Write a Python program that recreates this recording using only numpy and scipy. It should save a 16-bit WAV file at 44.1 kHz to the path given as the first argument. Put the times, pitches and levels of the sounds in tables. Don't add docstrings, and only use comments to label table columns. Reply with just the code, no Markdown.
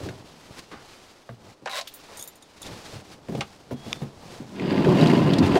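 import sys
import numpy as np
from scipy import signal
from scipy.io import wavfile
from scipy.ndimage import uniform_filter1d

SR = 44100
rng = np.random.default_rng(int(sys.argv[2]) if len(sys.argv) > 2 else 0)


def wrap_up_sound(samples):
    columns = np.atleast_2d(samples).T
    tamed = np.clip(columns, -1, 1)
    steps = np.round(tamed * 32767).astype(np.int16)
    wavfile.write(sys.argv[1], SR, steps)


N = 246519
TIME = np.arange(N) / SR
AGE = np.arange(16384) / SR


def amp(db):
    return 10 ** (np.asarray(db) / 20)


def unit(x):
    return x / np.sqrt(np.mean(x ** 2) + 1e-20)


def struck(x):
    return x / np.sqrt(uniform_filter1d(x ** 2, size=256).max() + 1e-20)


def wander(samples):
    return unit(uniform_filter1d(rng.standard_normal(N), size=samples))


def level(rows, column=1):
    rows = np.array(rows)
    gain = amp(np.interp(TIME, rows[:, 0], rows[:, column]))
    return gain * (TIME >= rows[0, 0])


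def until(rows):
    return np.exp(-np.maximum(TIME - rows[-1][0], 0) / 0.022)


def strokes(rows):
    stroke_range_db = 21.5
    power = np.zeros(N)
    for peak_s, db, swell_s, fade_s in rows:
        away = np.maximum((peak_s - TIME) / swell_s, (TIME - peak_s) / fade_s)
        power += amp(db - stroke_range_db * away) ** 2
    return np.sqrt(power)


def add(mix, s, sound):
    part = mix[max(round(s * SR), 0):][:len(sound)]
    part += sound[:len(part)]


def colour(x, spectrum):
    hz, db = np.transpose(spectrum)
    bins_hz = abs(np.fft.fftfreq(8192, 1 / SR))
    log_gain = np.log(amp(np.interp(np.log(bins_hz + 1), np.log(hz), db)))
    taps = np.fft.ifft(np.exp(np.conj(signal.hilbert(log_gain)))).real
    return signal.oaconvolve(x, taps[:len(taps) // 2])[:len(x)]


def band(x, hz, q):
    hz = min(hz, SR / 2 - 1000)
    q = max(q, 4 * hz / SR)
    return signal.lfilter(*signal.iirpeak(hz, q, fs=SR), x)


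def dying(t60):
    return np.exp(-np.log(1000) * AGE / max(t60, 1e-3))


def burst(t60):
    return rng.standard_normal(len(AGE)) * dying(t60)


def ring(modes):
    out = np.zeros(len(AGE))
    for hz, db, t60 in modes:
        out += amp(db) * rng.choice([-1, 1]) * dying(t60) * np.sin(2 * np.pi * hz * AGE)
    return out


def grains(per_s, spread_db):
    size = amp(spread_db * np.minimum(rng.exponential(1, N), 4))
    return unit(size * rng.choice([-1, 1], N) * (rng.random(N) < per_s / SR))


def sounding(force, modes, t60):
    sound = signal.oaconvolve(force, ring([(hz, db, t60) for hz, db in modes]))[:N]
    high_pass = signal.butter(4, .8 * modes[0][0], "high", fs=SR, output="sos")
    return unit(signal.sosfilt(high_pass, sound))


def cabin(x):
    tail = signal.lfilter(*signal.butter(1, 5000, fs=SR), burst(0.1) * (1 - dying(0.044)))
    return signal.oaconvolve(x, tail / np.linalg.norm(tail))[:N]


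# time in seconds, level in dB.
DOOR_SPEED = [(4.49, -45), (4.632, -25), (4.866, -16), (5.442, -16.5), (5.528, -18), (5.558, -14),
              (5.58, -36)]
# peak in seconds, level in dB, swell and fade in seconds.
RUBS = [(5.05, -40.5, 0.8, 0.99), (5.465, -36, .08, 0.05), (5.575, -36, 0.11, 0.033)]
# frequency in Hz, gain in dB.
PANEL = [(40, -39.5), (105, -17.5), (140, -0.5), (380, -4), (550, -10), (2000, -63)]
CHATTER = [(250, -27), (500, 8.5), (740, 0), (1000, -1.5), (1500, -13), (3000, -64)]
RAIL = [(1000, -6.5), (1800, 2.5), (2110, 1), (2790, 1), (3450, -1.5), (4900, -3.5), (5500, -14),
        (12000, -59)]
SEAL = [(3000, -2.5), (5500, -4.5), (7200, -8), (15500, -26)]
# frequency in Hz, level in dB.
PANEL_MODES = [(92, -17), (148, 0), (191, 2), (241, -4.5), (277, -1), (338, -5), (376, -3.5), (592, -15.5),
               (894, -19)]
FULL_SPEED_DB, PANEL_T60_S, PANEL_RING_DB = -16.5, 0.19, -0.5
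PANEL_DB, CHATTER_DB = -17.5, -26.5
RAIL_DB, GRIND_KNEE = -38, 0.55
RAIL_START_S, RAIL_TAKES_S = 4.54, 0.026
RUB_GRIND_DB = 4.5
BEND_S, BEND_TAKES_S, SWAY_DB = 5.33, 0.036, -28
SURGE_DB, TICK_DB = 1.3, -1


def door():
    speed = level(DOOR_SPEED) / amp(FULL_SPEED_DB)
    rub = strokes(RUBS)
    surge = unit(amp(SURGE_DB * wander(900)))
    in_bend = (1 + np.tanh((TIME - BEND_S) / BEND_TAKES_S)) / 2
    rolling = np.clip((TIME - RAIL_START_S) / RAIL_TAKES_S, 0, 1)
    bumps = grains(per_s=1200, spread_db=2.0)
    grit = grains(per_s=1500, spread_db=2.8)

    panel_ring = sounding(grains(per_s=300, spread_db=1), PANEL_MODES, PANEL_T60_S)
    rumble = unit(unit(colour(bumps, PANEL)) + amp(PANEL_RING_DB) * panel_ring)
    chatter = unit(colour(bumps + cabin(bumps) / 2 + rng.standard_normal(N) / 2, CHATTER))
    sway = unit(signal.sosfilt(signal.butter(2, [78, 112], "band", fs=SR, output="sos"), bumps))
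    scour = unit(colour(grit + cabin(grit) + rng.standard_normal(N) / 2, RAIL))
    ticks = unit(colour(roller_ticks(), RAIL))
    grind = unit(scour + amp(TICK_DB) * ticks)
    hiss = unit(colour(grit + rng.standard_normal(N), SEAL))

    body = rumble * amp(PANEL_DB) + chatter * amp(CHATTER_DB) + sway * in_bend * amp(SWAY_DB)
    grind_gain = np.hypot(amp(RAIL_DB) * np.tanh(speed / GRIND_KNEE), amp(RUB_GRIND_DB) * rub)
    return surge * (speed * body + grind * rolling * grind_gain + hiss * rub)


ROLLER_HZ = [2110, 2800, 4600]
TICKS_PER_S, TICK_T60_S = 30, .018


def roller_ticks():
    cracks = np.zeros(N)
    for _ in range(4):
        cracks += signal.oaconvolve(grains(TICKS_PER_S, spread_db=3), burst(TICK_T60_S))[:N]
    return unit(sum(band(cracks, hz, q=6) for hz in ROLLER_HZ))


# start in seconds, level in dB, centre in Hz.
CLICKS = [(4.597, -31.5, 2100), (4.7215, -35, 2080), (4.846, -28.5, 2000), (5.011, -28.5, 3730),
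          (5.06, -27, 2740), (5.071, -30, 3900), (5.098, -25.5, 1980), (5.335, -26, 3380),
          (5.3847, -28, 4430), (5.52, -31, 2330), (5.555, -28.5, 1610)]
# start in seconds, level in dB, centre in Hz.
BOOMS = [(4.865, -18, 366), (5.01, -14, 157), (5.055, -13.5, 200), (5.3857, -15.5, 233), (5.41, -13.5, 243),
         (5.554, -12.5, 374), (5.56, -19, 670)]


def jolts():
    out = np.zeros(N)
    for s, db, hz in CLICKS:
        click = band(band(burst(t60=0.042), hz, q=4.6), hz, q=0.55)
        add(out, s, amp(db) * struck(click))
    for s, db, hz in BOOMS:
        boom = band(band(burst(t60=0.14), hz, q=3.4), hz, q=1.95)
        add(out, s, amp(db) * struck(boom))
    return out


# start in seconds, level in dB, thump pitch in Hz.
STEPS = [(.004, -34.5, 264), (0.027, -30.5, 84.5), (0.056, -30.5, 269), (.085, -31.5, 116.5),
         (0.716, -41.5, 284), (1.292, -37, 117), (1.622, -45, 320), (2.709, -40, 108.5), (2.93, -35.5, 95),
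         (3.286, -27.5, 180), (3.317, -26, 149), (3.347, -25.5, 370), (3.372, -26, 138.7),
         (3.711, -26, 249.7), (3.862, -35, 208), (4.015, -25.5, 136.3), (4.401, -31, 152)]
# frequency in Hz, level in dB, t60 in seconds.
FLOOR_MODES = [(90.5, -8, 0.36), (137, -1, 0.35), (207.6, -4.5, 0.37), (376, -7, 0.26)]
# frequency in Hz, gain in dB.
THUD = [(50, -15), (150, -1), (550, -3.5), (3500, -58)]
THUMP_GLIDE, THUMP_GLIDE_T60_S = .9, .045
THUMP_CYCLES, THUMP_ROUGH = 24, .55
HEEL_HZ, THUD_DB, THUD_DB_PER_OCTAVE = 220, -2, 6


def steps():
    out = np.zeros(N)
    for s, db, hz in STEPS:
        turns = np.cumsum(hz * (1 + THUMP_GLIDE * dying(THUMP_GLIDE_T60_S))) / SR
        swing, slip = unit(uniform_filter1d(rng.standard_normal((2, len(AGE))), size=300))
        onset = 1 - dying(t60=.015)
        t60 = THUMP_CYCLES / hz
        tone = np.sin(2 * np.pi * turns + THUMP_ROUGH * slip)
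        thump = (1 + THUMP_ROUGH * swing) * tone * dying(t60) * onset
        thud_gain = amp(THUD_DB + THUD_DB_PER_OCTAVE * np.log2(hz / HEEL_HZ))
        thud = thud_gain * struck(colour(burst(t60) * onset, THUD))
        floor = amp(-9) * struck(ring(FLOOR_MODES) * onset)
        add(out, s, amp(db) * struck(struck(thump) + floor + thud))
    return signal.sosfilt(signal.butter(2, 70, "high", fs=SR, output="sos"), out)


# start in seconds, level in dB, centre in Hz, t60 in seconds.
KNOCKS = [(0.088, -36.5, 1900, 0.046), (0.714, -41, 1170, 0.47), (1.291, -35, 574, 0.033),
          (1.659, -27.5, 614, 0.076), (1.6582, -38, 4400, 0.051), (1.6731, -30.5, 990, 0.075),
          (1.812, -31.5, 4260, 0.032), (1.873, -36.5, 3420, 0.075), (2.087, -44.5, 372, 0.82),
          (3.285, -45, 1860, .018), (3.351, -40.5, 2970, 0.049), (3.408, -24.5, 2440, 0.049),
          (3.411, -26.5, 860, 0.06), (3.709, -41, 990, 0.028)]


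def knocks():
    out = np.zeros(N)
    for s, db, hz, t60 in KNOCKS:
        knock = band(burst(t60), hz, q=1.77)
        band_pass = signal.butter(2, [450, min(5 * hz, 7500)], "band", fs=SR)
        add(out, s, amp(db) * struck(signal.lfilter(*band_pass, knock)))
    return out


# time in seconds, level in dB.
DRAG = [(1.695, -33.5), (1.74, -32.5), (1.757, -28.5), (1.79, -28.5), (1.828, -43), (1.859, -61)]
# frequency in Hz, level in dB.
SURFACE_MODES = [(560, 2), (790, 0), (1040, 2.5), (2050, -0.5), (3900, 2)]
# frequency in Hz, gain in dB.
SCRAPE = [(280, -24), (560, 2.5), (1300, 1), (4500, -0.5), (15500, -21)]
SLIPS_PER_S, SURFACE_T60_S, SURFACE_DB = 150, 0.045, -1.5
SURFACE_DRIFT = .02


def drag():
    slips = np.cumsum(SLIPS_PER_S * np.exp(0.34 * wander(200))) / SR
    force = grains(per_s=5000, spread_db=2.5) * np.exp(-(slips % 1))
    ringing = sounding(force, SURFACE_MODES, SURFACE_T60_S)
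    surface = np.interp(TIME + np.cumsum(SURFACE_DRIFT * wander(2000)) / SR, TIME, ringing)
    push = level(DRAG)
    grit = unit(colour(force, SCRAPE)) * np.sqrt(push / push.max())
    return (grit + amp(SURFACE_DB) * surface) / np.sqrt(2) * push * until(DRAG)


# start in seconds, level in dB, brightness in Hz, t60 in seconds.
JINGLES = [(1.875, -45.5, 12000, 0.052), (1.938, -42, 12800, 0.078), (2.171, -40.5, 8850, .05),
           (2.193, -38, 6950, 0.058), (2.21, -40, 7500, .03), (2.225, -32, 7640, 0.012),
           (2.238, -42.5, 11800, 0.038), (2.275, -38.5, 10000, 0.037), (2.355, -52.5, 9400, 0.049),
           (2.424, -48, 5750, 0.023), (2.617, -40, 7540, 0.05), (2.629, -38.5, 4500, .02),
           (2.664, -41, 5430, 0.016)]


def keys():
    out = np.zeros(N)
    for s, db, hz, t60 in JINGLES:
        add(out, s, amp(db) * clink(hz, t60))
        rebound_s = s + rng.uniform(.006, .02)
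        add(out, rebound_s, amp(db - 12) * clink(hz, t60))
    return out


# frequency in Hz, level in dB.
KEY_MODES = [(3580, 11), (6850, 6.5), (9200, 6), (11850, 3), (14700, 8)]
KEY_RING = 1.74


def clink(hz, t60):
    metal = np.zeros(len(AGE))
    for size in rng.uniform(.92, 1.08, 3):
        metal += ring([(f * size, db + rng.normal(0, 4), KEY_RING * t60) for f, db in KEY_MODES])
    touch = (struck(burst(t60)) + struck(metal)) * (1 - dying(t60=.006))
    return struck(band(band(touch, hz, q=1), hz, q=1))


# peak in seconds, level in dB, swell and fade in seconds.
RUSTLES = [(.06, -43, 0.57, 0.14), (.53, -49.5, 1.56, 0.5), (.595, -39, 0.064, 0.022), (.92, -50, 1, 0.99),
           (1.51, -50.5, 0.23, 0.077), (2.17, -46, 0.65, 0.34), (2.68, -41, 0.15, 0.25),
           (2.94, -42.5, 0.68, 0.21), (3.135, -46, 0.17, 0.056), (3.37, -49.5, 0.35, 0.94),
           (3.89, -42.5, 0.16, 0.32), (4.345, -44, 0.28, 0.13), (4.57, -55.5, 0.5, 0.19)]
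# peak in seconds, level in dB, swell and fade in seconds.
SHUFFLES = [(.12, -45.5, 1, 0.6), (.507, -42, 0.04, 0.033), (.74, -43, 0.06, 0.16),
            (1.49, -45, 0.15, 0.068), (2.7, -39.5, 0.14, 0.15), (2.95, -49, 0.54, 1.4),
            (3.93, -43, 0.48, 0.4), (4.34, -43.5, 0.51, 0.83)]
# frequency in Hz, gain in dB.
CLOTH = [(300, 11.5), (800, 10.5), (1700, 6.5), (4800, 5.5), (9000, -4.5), (15500, -17)]
SOLES = [(40, 6), (110, 18.5), (330, 13), (800, 8.5), (2200, -13), (5000, -35)]
CATCH_DB = 1.5


def movement():
    catching = amp(CATCH_DB * wander(900))
    cloth = unit(colour(grains(per_s=9000, spread_db=1.0), CLOTH) * catching)
    soles = unit(colour(grains(per_s=1600, spread_db=3.5), SOLES))
    return cloth * strokes(RUSTLES) + soles * strokes(SHUFFLES)


# frequency in Hz, level in dB, t60 in seconds.
TWIG_MODES = [(1160, -11.5, 0.0086), (2350, -8.5, 0.0078), (3600, -1, 0.0065), (4900, -2, 0.0039)]
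TWIG_S, TWIG_DB = 3.9295, -20


def twig():
    out = np.zeros(N)
    crack = signal.lfilter(*signal.butter(2, [1000, 6000], "band", fs=SR), burst(t60=.005))
    snap = struck(ring(TWIG_MODES)) + amp(-6) * struck(crack)
    add(out, TWIG_S, amp(TWIG_DB) * struck(snap * (1 - dying(t60=.002))))
    return out


# time in seconds, pitch in Hz, level in dB.
WHISTLE = [(3.72, 3270, -68), (3.84, 3330, -54), (3.89, 3440, -59), (3.995, 3590, -56)]


def bird():
    s, hz, _ = np.transpose(WHISTLE)
    turns = np.cumsum(np.interp(TIME, s, hz)) / SR
    return unit(np.sin(2 * np.pi * turns)) * level(WHISTLE, 2) * until(WHISTLE)


# frequency in Hz, gain in dB.
AIR = [(25, -13), (280, 9), (900, 3.5), (1600, -8), (5500, -45)]
AIR_DB = -58.5


def air():
    return amp(AIR_DB) * unit(colour(rng.standard_normal(N), AIR))


def scene():
    inside = steps() + knocks() + drag() + keys()
    inside = inside + amp(-15) * cabin(inside)
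    return (door() + jolts() + inside + movement() + twig() + bird() + air())[None]


EDGE_HZ = 15850


def record(dry):
    low_pass = signal.firwin(511, EDGE_HZ, window=("kaiser", 9), fs=SR)
    return signal.oaconvolve(dry, low_pass[None], "same")


dry = scene()
out = record(dry)
wrap_up_sound(out)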